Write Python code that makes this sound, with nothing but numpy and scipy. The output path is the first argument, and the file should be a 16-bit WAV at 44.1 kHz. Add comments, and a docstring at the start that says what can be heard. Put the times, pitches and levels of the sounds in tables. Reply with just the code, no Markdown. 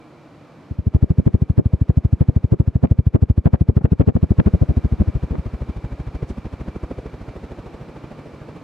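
"""A four-blade ceiling fan slowly gains speed in a wooden attic; from 0.7 s its blade tips pass right beside the microphone.
Each blade pushes and sucks the air as it goes by: a pressure pulse, heard as a thump about 13 times a second.
Its wake is a burst of coloured noise that buffets the microphone, one blade hardest, with crackles and snaps.
From 5 s the microphone sinks below the blades: the thumps fade, leaving noise that swells with each blade.
A drone of the room, turned down as by a recorder's gain control while the thumps are loud, and a faint motor ring."""
import sys
import numpy as np
from scipy import signal
from scipy.fft import rfft, irfft
from scipy.io import wavfile
from scipy.ndimage import uniform_filter1d, minimum_filter1d

SR = 44100
rng = np.random.default_rng(int(sys.argv[2]) if len(sys.argv) > 2 else 0)


def transcribe(signal):
    """Save signal, clipped to [-1, 1], as a 16-bit WAV file at the path in sys.argv[1]."""
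    frames = np.atleast_2d(signal).T
    limited = np.clip(frames, -1, 1)
    pcm = np.round(limited * 32767).astype(np.int16)
    wavfile.write(sys.argv[1], SR, pcm)


N = 380583
TIME = np.arange(N) / SR
NEAR = np.arange(-1800, 2400) / SR  # seconds before and after one event, such as a blade going by

# Colour of the tiny, hard eddies that snap and crackle: f/Hz, relative level per Hz/dB
SNAP_COLOUR = [(100, -18.5), (500, 11), (1500, 3.5), (3000, -8.5), (4500, -23.5), (9000, -62.5),
               (16000, -62.5)]
# How far the near sounds lean to one side: t/s, left minus right/dB
PAN = [(.7, 2.0), (2.5, 2.1), (4.5, 2.1), (5.3, 1.8), (6.0, .3), (7.0, -.5), (8.6, -1.4)]
# Share of a left-minus-right difference that goes to each port (microphone opening): left, right [no unit]
SIDES = np.array([[.5], [-.5]])


def amp(db):
    """Turns decibels into a gain."""
    return 10 ** (np.asarray(db) / 20)


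def evened(x):
    """Scales a sound to an average (rms) strength of 1."""
    return x / np.sqrt(np.mean(x ** 2) + 1e-20)


def read(points, hz):
    """Reads a spectrum table at the frequencies hz, in straight lines over log frequency."""
    f, value = np.transpose(points)
    return np.interp(np.log(hz + 1), np.log(f + 1), value)


def follow(rows, s):
    """Reads every column of a time table at the times s."""
    times, *columns = np.transpose(rows)
    return [np.interp(s, times, column) for column in columns]


def add(mix, s, sound):
    """Mixes in, around time s, a sound laid out along NEAR, with soft ends."""
    start = round((s + NEAR[0]) * SR)
    part = mix[:, start:][:, :len(NEAR)]
    softened = sound * signal.windows.tukey(len(NEAR), .25)
    part += softened[..., :part.shape[1]]


def noise(colour, size, same=None, tilt=0):
    """Makes two channels of coloured noise, alike by `same`, with `tilt` dB an octave from 200 to 2400 Hz."""
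    # Left-right likeness of sound that arrives through the air: f/Hz, likeness [1 = identical]
    airborne_likeness = [(60, 0.8), (130, 1), (300, 0.89), (1400, 0.94), (3100, 0.87), (6800, 0.55),
                         (11000, 0.18), (15000, .05)]
    hz = np.fft.rfftfreq(size, 1 / SR)
    a, b = rfft(rng.standard_normal((2, size)))
    likeness = np.clip(read(airborne_likeness, hz) if same is None else same, -1, 1)
    mid = a * np.sqrt(1 + likeness)
    side = b * np.sqrt(1 - likeness)
    octaves = np.log2(np.clip(hz, 200, 2400) / 200)
    shape = amp(read(colour, hz) + tilt * octaves)
    return evened(irfft(np.array([mid + side, mid - side]) * shape, size))


def room():
    """The attic returns the fan as a diffuse drone; a narrow resonance turns noise into the motor's ring."""
    # Colour of the drone: f/Hz, relative level per Hz/dB
    drone_colour = [(15, -55), (25, -18), (145, 8), (212, 0.5), (309, 5.5), (405, -3.5), (489, 0.5),
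                    (796, -6), (1230, -8.5), (1700, -16), (2350, -17.5), (3340, -24), (4140, -24.5),
                    (14800, -48), (16000, -54)]
    # The drone as heard, turned down as by a recorder's gain control while the thumps are loud: t/s, level/dB
    drone_level = [(0, -45.5), (.7, -45), (1.0, -61.5), (2.5, -62.5), (3.3, -70), (4.5, -44), (8.6, -42.5)]
    # The motor's ring as heard: t/s, level/dB
    whine_level = [(0, -66), (.7, -73), (1.2, -71), (3.5, -75), (5.0, -62.5), (8.6, -64)]
    whine_hz, whine_width_hz = 2332, 42
    pole = np.exp((2j * np.pi * whine_hz - np.pi * whine_width_hz) / SR)
    ring = signal.lfilter([1], [1, -pole], noise([(20, 0), (16000, 0)], N)).real  # fed with flat noise
    drone = noise(drone_colour, N) * amp(follow(drone_level, TIME)[0])
    return drone + evened(ring) * amp(follow(whine_level, TIME)[0])


def blade_passes():
    """Four blades on a turning hub pass every quarter turn; rows: t/s, suction/dB, wake/dB, wake tilt/dB per octave."""
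    # The fan gathers speed: t/s, speed/turns per second
    speed = [(0, 3.1456), (2.3, 3.1868), (3.6, 3.2264), (5.5, 3.2652), (8.6, 3.3477)]
    # The unevenly hung blades, the last nearest to the microphone: lateness/s, extra wake at full effect/dB
    blade_offsets = [(0, 1.5), (-.0016, -2.5), (-.0008, -2.5), (.0003, 5.5)]
    # The microphone comes up to the tips, then sinks: t/s, relative suction/dB, share of unevenness felt [factor]
    nearness = [(.71, -14, 0), (.95, 0, 0.65), (1.5, -2, 0.63), (2.6, -1.4, 1.07), (3.5, -1.4, 0.9),
                (4.1, -2.5, 0.44), (4.45, -3.5, 0.77), (5.0, -9, 0.056), (5.5, -19.5, 0.26), (6.2, -27, 0),
                (7.5, -32.5, 0), (8.6, -48, 0)]
    # How deep it sits in the stirred air: t/s, relative wake level/dB, relative wake brightness/dB per octave
    stir = [(.71, -32.5, -8), (.93, -20, -6.5), (1.15, -14.5, -4.5), (1.45, -20, -5.5), (1.85, -22.5, -4.5),
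            (2.35, -21, -5), (3.2, -20.5, -4), (3.7, -17, -2.5), (4.25, -14.5, -3), (4.75, -20.5, -6),
            (5.3, -26.5, -4.5), (5.9, -35.5, -6), (6.25, -26, -3.5), (6.5, -33.5, -2.5), (6.9, -27.5, -3),
            (7.15, -40, 2), (8.6, -39.5, 0.5)]
    # Wakes that hit it squarely: t/s (picks the nearest pass), relative level/dB, relative brightness/dB per octave
    buffets = [(1.27, -12, -3.5), (1.58, -4.5, -4), (2.53, -9.5, -2.5), (2.84, -11.5, -1),
               (3.15, -10.5, -1), (3.46, -12.5, 0.5), (3.54, -16, 1.5), (3.77, -13.5, -1.5),
               (3.85, -15, 0.5), (4.0, -13, -1), (4.08, -5.5, -1), (4.39, -8, -1.5), (4.47, -13.5, 0),
               (4.62, -14.5, -2.5), (5.0, -15.5, -6.5)]
    first_pass_s = .7139
    # for each dB of extra wake: dB of suction, and dB per octave of brightness
    suction_per_db, brightness_per_db = 0.24, 0.59
    scatter_db = 0.8  # chance difference from one wake to the next

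    turns = np.cumsum(follow(speed, TIME)[0]) / SR
    gone_by = len(blade_offsets) * (turns - np.interp(first_pass_s, TIME, turns))
    number = np.arange(int(gone_by[-1]) + 1)
    late, nearer_db = np.array(blade_offsets)[number % len(blade_offsets)].T
    s = np.interp(number, gone_by, TIME) + late
    suction_db, felt = follow(nearness, s)
    wake_db, brightness = follow(stir, s)
    extra_db = felt * nearer_db + scatter_db * rng.standard_normal(len(s))
    suction_db = suction_db + suction_per_db * extra_db
    brightness = brightness + brightness_per_db * extra_db
    passes = np.transpose([s, suction_db, wake_db + extra_db, brightness])
    for when, *wake in buffets:
        passes[np.argmin(abs(s - when)), 2:] = wake
    return passes


def rush(passes, rise_s=0.013, fall_s=0.011, peak_s=0.0037, hiss_db=-33):
    """Air noise swells with each blade; a short hiss before each strong thump is cut off as by a limiter."""
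    # Air streaming off the blades: t/s, steady rush/dB, typical peak swish of a blade/dB
    air_level = [(0, -73, -80), (.65, -59, -57), (.95, -47, -45), (2.5, -47, -47), (3.1, -52.5, -50),
                 (3.6, -52.5, -46), (4.0, -58.5, -37), (4.5, -49, -36), (5.0, -48, -33), (5.5, -46, -34),
                 (6.5, -55, -31.5), (7.3, -45.5, -33.5), (8.6, -46, -36.5)]
    # Colour of the streaming air: f/Hz, relative level per Hz/dB
    air_colour = [(25, -25.5), (70, -8), (130, 8.5), (330, 2.5), (520, 1), (750, -7), (1150, -11),
                  (1900, -19), (2400, -20.5), (3000, -26), (4300, -30), (7000, -37.5), (10500, -44.5),
                  (16000, -54.5)]
    swish_uneven_db = .7  # chance difference from one swish to the next
    swell, hiss = np.zeros((2, 2, N))
    late = NEAR - peak_s
    swish = np.exp(np.minimum(late / rise_s, -late / fall_s))
    since_peak = NEAR + .003
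    hiss_shape = np.exp(np.minimum(since_peak / .0095, -since_peak / .003))  # slow rise, quick fall
    for (s, suction_db, _, _), chance in zip(passes, rng.standard_normal(len(passes))):
        add(swell, s, amp(swish_uneven_db * chance) * swish)
        add(hiss, s, amp(suction_db + hiss_db) * hiss_shape)
    steady_db, swish_db = follow(air_level, TIME)
    steady = noise(air_colour, N) * amp(steady_db)
    return steady + noise(air_colour, N) * (amp(swish_db) * swell + hiss)


def thumps(passes, level_db=1.0, wobble=.17):
    """Pressure rises ahead of the leading edge, drops under the blade and springs back at the trailing edge."""
    # The typical blade: t/s, edge softness/s, time to cross/s, push ahead of it [factor on suction],
    # growth of suction along the blade [nepers, natural-log units]
    blade_shape = [(.8, .0039, .0075, 1.05, -1.3), (1.2, .0038, .0041, 1.05, -.5),
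                   (3.2, .0038, .0041, 1.05, -.5), (4.0, .0036, .008, 1.35, -1.8),
                   (4.9, .004, .0101, 1.35, 0), (6.2, .0051, .01, 2.2, 1.5), (7.8, .006, .0106, 1.5, 1.1)]
    sharper_per_db = 0.1318  # the port nearer to the blade meets a sharper edge: nepers per dB of pan
    bass_cut_hz, bass_cut_q = 65.7, 1.16
    out = np.zeros((2, N))
    for (s, suction_db, _, _), chance in zip(passes, rng.standard_normal(len(passes))):
        edge, cross, push, growth = follow(blade_shape, s)
        cross = cross * np.exp(wobble * chance)  # the stirred air never meets two blades alike
        edge = edge * np.exp(-sharper_per_db * SIDES * follow(PAN, s)[0])
        ahead = push * np.exp(-(2 * NEAR / edge + 1) ** 2)
        entered = (1 + np.tanh(NEAR / edge)) / 2
        not_left = (1 - np.tanh((NEAR - cross) / .0014)) / 2
        suction = entered * not_left * np.exp(growth * np.clip(NEAR / cross, 0, 1))
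        add(out, s, amp(suction_db + level_db) * (ahead - suction))
    # the microphone's bass cut turns each dip into a short swing
    w = 2 * np.pi * bass_cut_hz
    b, a = signal.bilinear([1, 0, 0], [1, w / bass_cut_q, w * w], SR)
    return signal.lfilter(b, a, out)


def wakes(passes, tilt_db=-0.58, trail=.07, trail_s=0.024, lumpy=0.41, shared_hz=135,
          gentle_db=-21, stretch=0.064):
    """Each leading edge sheds a lumpy burst of eddies that trails away; a few stray gusts are added."""
    # The wake's shape: t/s, left-right likeness of small eddies [1 = identical, -1 = opposite],
    # lag behind the leading edge/s, half length/s (both for a gentle wake)
    wake_shape = [(1.0, -.5, 0.0062, 0.005), (3.2, -0.17, 0.0041, 0.0067), (4.3, -0.21, 0.0054, 0.0044),
                  (5.0, -0.25, 0.007, 0.012), (5.6, 0.83, 0.0037, 0.0045), (6.5, 0.96, 0.0028, 0.0058),
                  (8.5, 1, 0.0013, 0.008)]
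    # Colour of the eddies before brightening: f/Hz, relative level per Hz/dB
    eddy_colour = [(30, -21.5), (90, -1.5), (200, 0.5), (300, -6), (500, -11), (1000, -26.5), (2000, -41),
                   (4000, -65.5), (8000, -76.5), (16000, -79)]
    # Stray gusts that trail a blade: t/s, peak level before panning/dB, half length/s
    stray_gusts = [(1.592, -7, 0.0022), (3.816, -26.5, 0.0083), (4.414, -20, 0.0054), (5.02, -19, 0.0062),
                   (5.348, -24, 0.02)]
    out = np.zeros((2, N))
    # large, deep eddies cover both ports; small ones differ between them
    hz = np.fft.rfftfreq(len(NEAR), 1 / SR)
    small = 1 - 1 / (1 + (hz / shared_hz) ** 6)
    for s, _, wake_db, tilt in passes:
        same, lag, half = follow(wake_shape, s)
        length = 1 + stretch * max(wake_db - gentle_db, 0)  # a strong wake also lasts longer
        late = NEAR - lag * length
        half = half * length
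        tail = trail * (1 + np.tanh(late / half)) * np.exp(-abs(late) / trail_s)
        shape = np.exp(-(late / half) ** 2) + tail
        ripple = evened(uniform_filter1d(rng.standard_normal(len(NEAR)), size=120))
        lumps = np.exp(lumpy * ripple)
        eddies = noise(eddy_colour, len(NEAR), 1 - (1 - same) * small, tilt + tilt_db)
        burst = evened(eddies * shape * uniform_filter1d(lumps, size=60))
        add(out, s, amp(wake_db) * burst / np.sqrt(3))
    for s, gust_db, half in stray_gusts:
        gust = noise(eddy_colour, len(NEAR), 1 - small) * np.exp(-(NEAR / half) ** 2)
        add(out, s, amp(gust_db) * gust)
    return out


def crackle(passes, level_db=-28, per_s=400, spread_db=4, lag_s=0.01, half_s=0.011, grain_s=0.00068, bright=2.9):
    """Tiny eddies tear at the ports behind each blade, more fiercely in a strong, bright wake."""
    size = np.zeros((2, N))
    for s, _, wake_db, tilt in passes:
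        chance = per_s / SR * np.exp(-((NEAR - lag_s) / half_s) ** 2)
        struck = rng.random(len(NEAR)) < chance
        heights = amp(spread_db * np.minimum(rng.exponential(1, len(NEAR)), 2))
        add(size, s, amp(wake_db + level_db + bright * tilt) * struck * heights)
    grain = np.exp(-(NEAR[abs(NEAR) < .004] / grain_s) ** 2)
    return noise(SNAP_COLOUR, N, same=0) * signal.oaconvolve(size, grain[None], "same")


def snaps(snap_s=0.0023, tick_s=0.011):
    """Hard eddies snap on the ports as very short noise bursts; one faint, thin tick is added."""
    # The snaps: t/s, peak level before panning/dB
    snap_times = [(1.279, -33), (1.588, -34), (2.531, -33), (2.838, -35), (2.855, -33), (3.459, -28),
                  (3.538, -31), (3.771, -29), (3.856, -25), (4.013, -32), (4.097, -35), (4.401, -15),
                  (5.355, -34)]
    # Colour of the tick: f/Hz, relative level per Hz/dB
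    tick_colour = [(500, -29), (3000, -5), (6000, 3), (9500, -5), (11500, -18), (16000, -28)]
    tick_at_s, tick_db = 6.297, -53  # level before panning
    out = np.zeros((2, N))
    for s, snap_db in snap_times:
        snap = noise(SNAP_COLOUR, len(NEAR), same=0) * np.exp(-(NEAR / snap_s) ** 2)
        add(out, s, amp(snap_db) * snap)
    tick = noise(tick_colour, len(NEAR)) * np.exp(-abs(NEAR) / tick_s)
    add(out, tick_at_s, amp(tick_db) * tick)
    return out


def scene(air_pan_db=-0.7, thump_pan_share=0.96):
    """The near sounds follow PAN, from left to right; the airborne sound leans slightly right."""
    passes = blade_passes()
    pan_db = SIDES * follow(PAN, TIME)[0]
    pressure = thumps(passes) * amp(thump_pan_share * pan_db)
    buffeting = (wakes(passes) + crackle(passes) + snaps()) * amp(pan_db)
    airborne = (rush(passes) + room()) * amp(SIDES * air_pan_db)
    return pressure + buffeting + airborne


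def record(dry):
    """A limiter turns loud peaks down and hushes the air briefly after them; a low-pass then cuts the top."""
    ceiling, hold_s, recovery_db_per_s = .88, .002, 90  # ceiling: sample value where limiting begins
    edge_hz = 15800
    size = 2 * round(hold_s * SR / 2) + 1
    headroom_db = np.minimum(20 * np.log10(ceiling / (abs(dry).max(0) + 1e-9)), 0)
    # the gain drops quickly and climbs back at a steady rate
    recovered = recovery_db_per_s * TIME
    gain_db = np.minimum.accumulate(minimum_filter1d(headroom_db, size) - recovered) + recovered
    limited = dry * amp(uniform_filter1d(gain_db, size))
    low_pass = signal.firwin(511, edge_hz, window=("kaiser", 9), fs=SR)
    return signal.oaconvolve(limited, low_pass[None], "same")


dry = scene()
out = record(dry)
transcribe(out)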